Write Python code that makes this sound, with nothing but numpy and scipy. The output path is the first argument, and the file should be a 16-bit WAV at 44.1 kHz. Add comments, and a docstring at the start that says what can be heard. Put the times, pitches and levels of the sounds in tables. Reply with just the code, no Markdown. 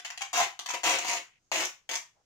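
"""Short tugs of packing tape crackle off a hand-held roll, mixed with four longer pulls.
The glue lets go in quick irregular slips; each cracks the taut film, sets it zinging,
thumps the roll and rings its cardboard core. The sound arrives from the left, glances off
nearby surfaces and fills a small, hard-walled room. Faint handling rustles and a thin hiss
of creeping tape lie over a murmur of air."""
import sys
import numpy as np
from scipy import signal
from scipy.fft import rfft, irfft, next_fast_len
from scipy.io import wavfile
from scipy.ndimage import uniform_filter1d

SR = 44100
rng = np.random.default_rng(int(sys.argv[2]) if len(sys.argv) > 2 else 0)


def dump(signal):
    """Clip the signal to [-1, 1] and save it as 16-bit WAV at the path in sys.argv[1]."""
    limited = np.clip(np.atleast_2d(signal).T, -1, 1)
    pcm = np.round(limited * 32767).astype(np.int16)
    wavfile.write(sys.argv[1], SR, pcm)


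N = 99225

# Short tugs: start_s, length_s, level_db, body_db, core_db, zing_db (last three re level_db)
TUG_EVENTS = [(0.0, 0.0032, -40.5, -25, -7, -19), (0.0474, 0.015, -32, -31.5, -6, -4.5),
              (0.103, 0.0014, -33.5, -33, -17, -5.5), (0.1756, 0.0025, -35, -31, -7.5, -6),
              (0.209, 0.0076, -36.5, -25, -1.5, -6), (0.218, 0.005, -30.5, -22.5, -3.5, -2.5),
              (0.3302, 0.014, -33.5, -20.5, -5, 5.5), (0.5916, .003, -31, -26, -32, -5.5),
              (0.6606, 0.0028, -31, -32.5, -16, -3), (0.688, 0.0079, -32.5, -20, -2.5, -1),
              (0.703, 0.0074, -30.5, -17, -2, -3), (0.737, 0.016, -28, -12.5, 0.5, -6),
              (0.8334, 0.0062, -31, -15, -5, -6), (0.986, 0.0018, -29, -20, -6, 1.5),
              (1.133, .002, -36.5, -8, -11, 7), (1.5161, 0.0039, -30.5, -10.5, -13.5, -6),
              (1.65, .005, -33.5, -27.5, -6.5, 6.5), (1.891, 0.0039, -33.5, -13.5, -16, -3.5),
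              (1.913, .004, -30.5, -16.5, -5.5, -2.5), (1.935, 0.0063, -32, -13.5, -16.5, 0),
              (1.955, 0.0033, -33, -19.5, -11, 8)]
TUG_GAP_S, TUG_FADE_DB, TUG_TRIM_DB = 0.0011, 8, -5
GAP_LOG_SPREAD, SLIP_SPREAD_DB, SLIP_DECAY_S = 0.45, 2.5, 0.00052
# Spectrum of the film's crack: freq_hz, gain_db
CRACK_SPECTRUM = [(100, -44.5), (350, -30), (520, -15.5), (700, -6), (1100, 0), (1500, -2.5), (2000, 3.5),
                  (2900, 2.5), (3600, -2.5), (4500, -6.5), (5600, -8), (7200, -7), (8200, -17.5),
                  (10000, -23), (12500, -31), (15000, -26.5), (16000, -25)]
# Spectrum of the roll's thump: freq_hz, gain_db
BODY_SPECTRUM = [(25, -37.5), (60, -29), (110, -12), (170, -17), (240, -11), (290, -3), (360, 1),
                 (425, -4.5), (540, 0.5), (700, -21.5), (1500, -27.5)]
# Spectrum of the taut strip's zing: freq_hz, gain_db
ZING_SPECTRUM = [(2000, -33.5), (5000, -11.5), (5900, -4.5), (6650, -0.5), (7300, -9), (8300, -19),
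                 (12000, -28.5)]
CRACK_DB, BODY_DB, ZING_DB, CORE_DB = 4.5, 4, 2.5, -1
# Cardboard core modes, before the grip shifts them: pitch_hz, width_hz, level_db
CORE_MODES = [(703.6, 27, 4), (747.6, 38, -3.5), (806, 73, -9), (931, 66, -3), (983, 55, -12.5),
              (1217, 50, -17)]
# Lowest core mode as the grip changes: time_s, pitch_hz
GRIP_PITCH = [(.17, 719), (.23, 806), (.33, 725), (.41, 728.6), (1.15, 694.5), (1.52, 659), (1.65, 665)]
# Knocks on the core as the tape breaks loose: time_s, level_db
CORE_KNOCKS = [(.331, -38.5), (.593, -46), (.6595, -45), (.836, -38.5), (1.517, -31)]
CORE_CUTOFF_HZ, CORE_DIRECT_DB, CORE_ROOM_DB = 683, 4.5, -3.5  # ring sounds close and dry
DIRECT_DB, DIRECT_LEAD_S, DIRECT_PAN_DB = -9, 0.00015, 2.4
# Early reflections: delay_s, level_db, left_lead_s, left_pan_db, highpass_hz
REFLECTIONS = [(.00335, -2, 0.0054, 0, 3200), (.0042, -9.5, -.00005, 3.5, 1500),
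               (.0075, -13.5, -0.017, -1.5, 400)]
# Room decay: freq_hz, t60_s
ROOM_DECAY = [(100, 0.18), (500, 0.18), (1000, 0.26), (2800, 0.26), (7000, 0.24)]
# Likeness of left and right in the room: freq_hz, correlation
ROOM_CORRELATION = [(100, 0.5), (350, 0.75), (750, 0.43), (1300, .15), (2200, 0.0098), (5000, 0.13)]
# Reverb balance: freq_hz, left_pan_db
ROOM_BALANCE = [(200, -0.6), (700, 2), (1300, 0.3), (2500, 1.2), (6000, 2), (9000, -1), (15000, -1.5)]
ROOM_DB, ROOM_DELAY_S, ROOM_BUILD_S = -5.5, 0.0044, 0.0051
MOVE_STEP_S, DELAY_LOG_SPREAD = 0.2, 0.0627
# Spectrum of the room's air: freq_hz, gain_db
AIR_SPECTRUM = [(25, -1.5), (80, -2.5), (120, 1.5), (200, -7), (1500, -13.5), (4000, -17), (6500, -11),
                (9000, -26), (16000, -36.5)]
AIR_DB, LOWPASS_HZ = -77, 15750
# Long pulls, one list each: time_s, level_db, body_db, core_db, zing_db (last three re level_db)
PULL_ENVELOPES = [
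    [(.332, -35, -16.5, 4.5, -8.5), (.355, -33.5, -14, -0.5, -5), (.378, -33, -12, 6.5, 2.5),
     (.412, -31, -18.5, 6, -4.5), (.44, -34.5, -10, -10, -4.5)],
    [(.836, -33, -13, -2, 3.5), (.86, -28, -8.5, -1.5, -9), (.898, -29, -16, -0.5, -2),
     (.955, -31.5, -11.5, -3, -14), (.975, -45.5, -15, -12, -17.5), (1.055, -39, -10.5, 0.5, -3.5),
     (1.08, -34.5, -13.5, -5, 0.5), (1.135, -39, -13.5, 0.5, -3.5), (1.178, -39, -9.5, -12, -8.5)],
    [(1.517, -30.5, -15, -9.5, -9), (1.545, -33.5, -9, -5, -5.5), (1.6, -34.5, -10.5, -6, 0.5),
     (1.632, -34, -10.5, -1.5, -8), (1.657, -48, -12, -11.5, -9)],
    [(1.892, -42, -1, -3.5, -6), (1.908, -42, -19.5, 1, -2.5), (1.955, -44.5, -14, -3.5, 0),
     (1.98, -49, -9.5, -5.5, -6)],
]
PULL_SLIPS_PER_S, PULL_ATTACK_S, PULL_RELEASE_S = 480, 0.00089, 0.0039
# Handling rustles and (second row) tape creep: start_s, length_s, level_db, centre_hz, width_oct
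RUSTLES_AND_CREEP = [(1.293, 0.1, -68.5, 2340, 0.42), (1.416, 0.13, -80, 6530, 0.14),
                     (2.149, 0.075, -72, 725, 0.61)]
GRAIN_DB = 2


def amp(db):
    """Decibels to gain."""
    return 10 ** (np.asarray(db) / 20)


def unit_rms(x):
    """Scale to rms 1."""
    return x / np.sqrt(np.mean(np.abs(x) ** 2) + 1e-20)


def curve_at(points, hz):
    """Interpolate (freq_hz, value) points on a log axis."""
    point_hz, values = np.transpose(points)
    return np.interp(np.log(hz + 1), np.log(point_hz + 1), values)


def grid_hz():
    """Filter frequency grid."""
    return np.fft.rfftfreq(2 * next_fast_len(N), 1 / SR)


def filtered(x, response):
    """Apply a response given on the grid."""
    return irfft(rfft(x, 2 * next_fast_len(N)) * response)[..., :N]


def minimum_phase(spectrum):
    """Unit-power response that rings only after the blow."""
    cepstrum = irfft(np.log(amp(curve_at(spectrum, grid_hz()))))
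    half = len(cepstrum) // 2
    cepstrum[1:half] *= 2
    cepstrum[half + 1:] = 0
    return unit_rms(np.exp(rfft(cepstrum)))


def tugs():
    """Each tug spreads its energy over a fading run of slips. Rows: crack, body, core, zing."""
    drive = np.zeros((4, N))
    for start_s, length_s, level_db, *parts_db in TUG_EVENTS:
        gap_draw, size_draw = rng.standard_normal((32, 2)).T
        gaps_s = TUG_GAP_S * np.exp(GAP_LOG_SPREAD * gap_draw)
        age_s = np.cumsum(gaps_s) - gaps_s[0]
        fade_db = TUG_FADE_DB * np.minimum(age_s / length_s, 1)
        sizes = (age_s <= length_s) * amp(SLIP_SPREAD_DB * size_draw - fade_db)
        sizes *= np.sqrt(SR / 100) / np.linalg.norm(sizes)  # energy of 10 ms at rms 1
        train = np.bincount(((start_s + age_s) * SR).astype(int), sizes, N)[:N]
        drive += amp(TUG_TRIM_DB + level_db + np.array([0, *parts_db]))[:, None] * train
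    return drive


def glue_slips(drive):
    """Each slip is a tiny noise burst of snapping glue threads."""
    pole = np.exp(-1 / (SLIP_DECAY_S * SR))
    power = signal.lfilter([1 - pole], [1, -pole], drive ** 2)
    return np.sqrt(power) * np.sign(rng.standard_normal((4, N)))


def film_crackle(crack, body, zing):
    """Slips crack the film, thump the roll and set the taut strip zinging."""
    return (amp(CRACK_DB) * filtered(crack, minimum_phase(CRACK_SPECTRUM))
            + amp(BODY_DB) * filtered(body, minimum_phase(BODY_SPECTRUM))
            + amp(ZING_DB) * filtered(zing, minimum_phase(ZING_SPECTRUM)))


def core_ring(slips):
    """Slips and knocks ring the cardboard core; its modes shift together with the grip."""
    t, hz = np.arange(N) / SR, grid_hz()
    knock_s, knock_db = np.transpose(CORE_KNOCKS)
    drive = slips + np.bincount((knock_s * SR).astype(int), amp(knock_db), N) * np.sqrt(SR / 100)
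    lowest_hz = np.interp(t, *np.transpose(GRIP_PITCH))
    warped_s = np.cumsum(lowest_hz) / CORE_MODES[0][0] / SR
    ring, power = 0, 0
    for pitch_hz, width_hz, level_db in CORE_MODES:
        phasor = np.exp(2j * np.pi * pitch_hz * warped_s)
        pole = np.exp(-np.pi * width_hz / SR)
        envelope = signal.lfilter([1 - pole], [1, -pole], drive / phasor)
        ring += amp(level_db) * (phasor * envelope).real
        power += amp(level_db) ** 2 * (1 - pole) / (1 + pole) / 2
    # A small core radiates little bass.
    radiation = (hz ** 2 / (CORE_CUTOFF_HZ ** 2 - hz ** 2 + 1j * hz * CORE_CUTOFF_HZ)) ** 2
    return amp(CORE_DB) * filtered(ring / np.sqrt(power), radiation)


def sound_path(hz, delay_s, level_db, lead_s, pan_db):
    """Stereo response of one path; positive lead and pan favour the left."""
    side = np.array([[1], [-1]])
    return amp(level_db + side * pan_db) * np.exp(-2j * np.pi * hz * (delay_s - side * lead_s / 2))


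def diffuse(spectra, hz):
    """Mix two unrelated spectra into a room field: alike in the bass, barely so in the treble."""
    angle_rad = np.arccos(curve_at(ROOM_CORRELATION, hz)) / 2
    mid, side = spectra * np.array([np.cos(angle_rad), np.sin(angle_rad)])
    return np.array([mid + side, mid - side])


def echoes():
    """Room impulse response for one roll position: glancing reflections, then a short reverb."""
    band_hz, frame_s, noise = signal.stft(rng.standard_normal((2, SR // 2)), SR, nperseg=256)
    decay = amp(-60 * frame_s / curve_at(ROOM_DECAY, band_hz)[:, None])
    _, tail = signal.istft(noise * decay, SR, nperseg=256)
    age_s = np.maximum(np.arange(tail.shape[1]) / SR - ROOM_DELAY_S, 0)
    tail *= 1 - np.exp(-age_s / ROOM_BUILD_S)
    hz = np.fft.rfftfreq(tail.shape[1], 1 / SR)
    response = diffuse(rfft(tail / np.linalg.norm(tail[0])), hz)
    response *= sound_path(hz, 0, ROOM_DB, 0, curve_at(ROOM_BALANCE, hz))
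    for delay_s, level_db, lead_s, pan_db, highpass_hz in REFLECTIONS:
        drift = np.exp(DELAY_LOG_SPREAD * rng.standard_normal())
        highpass = 1j * hz / (highpass_hz + 1j * hz)
        response += sound_path(hz, delay_s * drift, level_db, lead_s, pan_db) * highpass
    return irfft(response)[:, :SR // 3]


def room(direct, send):
    """Direct sound from the left, plus echoes redrawn each step as the hands move."""
    path = sound_path(grid_hz(), 0, DIRECT_DB, DIRECT_LEAD_S, DIRECT_PAN_DB)
    out = np.pad(filtered(direct, path), ((0, 0), (0, SR)))
    step = int(MOVE_STEP_S * SR)
    for start in range(0, N, step):
        wet = signal.fftconvolve(send[None, start:start + step], echoes(), axes=1)
        out[:, start:start + wet.shape[1]] += wet
    return out[:, :N]


def air():
    """Steady murmur of air in the quiet room."""
    colour = amp(curve_at(AIR_SPECTRUM, grid_hz()))
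    return amp(AIR_DB) * unit_rms(filtered(rng.standard_normal((2, N)), colour))


def pulls():
    """Glue sticks and slips densely through each long pull. Rows: crack, body, core, zing."""
    gap_draw, size_draw = rng.standard_normal((4000, 2)).T
    gaps = np.exp(GAP_LOG_SPREAD * gap_draw)
    gaps_s = gaps / gaps.mean() / PULL_SLIPS_PER_S
    onsets = (np.cumsum(gaps_s) * SR).astype(int)
    sizes = np.sqrt(gaps_s) * amp(SLIP_SPREAD_DB * size_draw)  # longer stick, bigger slip
    train = unit_rms(np.bincount(onsets[onsets < N], sizes[onsets < N], N))
    t, drive = np.arange(N) / SR, np.zeros((4, N))
    for pull in PULL_ENVELOPES:
        time_s, *columns = np.transpose(pull)
        level_db, *parts_db = [np.interp(t, time_s, column) for column in columns]
        attack = np.clip((t - time_s[0]) / PULL_ATTACK_S + 1, 0, 1)
        release = np.exp(-np.maximum(t - time_s[-1], 0) / PULL_RELEASE_S)
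        drive += train * attack * release * amp(level_db + np.array([np.zeros(N), *parts_db]))
    return drive


def rustles_and_creep():
    """Faint handling rustles and a thin hiss of creeping tape: swells of grainy noise."""
    t, out = np.arange(N) / SR, np.zeros((2, N))
    for start_s, length_s, level_db, centre_hz, width_oct in RUSTLES_AND_CREEP:
        grain = amp(GRAIN_DB * unit_rms(uniform_filter1d(rng.standard_normal(N), size=120)))
        offset_oct = np.log2((grid_hz() + 1) / centre_hz)
        band = 1 / (1 + (offset_oct / width_oct) ** 2 / 2) ** 2
        progress = np.clip((t - start_s) / length_s, 0, 1)
        swell = np.sqrt(np.abs(np.sin(np.pi * progress)))
        out += amp(level_db) * swell * unit_rms(filtered(grain * rng.standard_normal((2, N)), band))
    return out


def scene():
    """Tape peeling in the room, over faint handling, tape creep and air."""
    crack, body, core, zing = glue_slips(pulls() + tugs())
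    film = film_crackle(crack, body, zing)
    ring = core_ring(core)
    peel = room(direct=film + amp(CORE_DIRECT_DB) * ring, send=film + amp(CORE_ROOM_DB) * ring)
    background = diffuse(rfft(rustles_and_creep() + air()), np.fft.rfftfreq(N, 1 / SR))
    return peel + irfft(background, N)


def record(dry):
    """Steep low-pass."""
    return filtered(dry, 1 / np.sqrt(1 + (grid_hz() / LOWPASS_HZ) ** 160))


dry = scene()
out = record(dry)
dump(out)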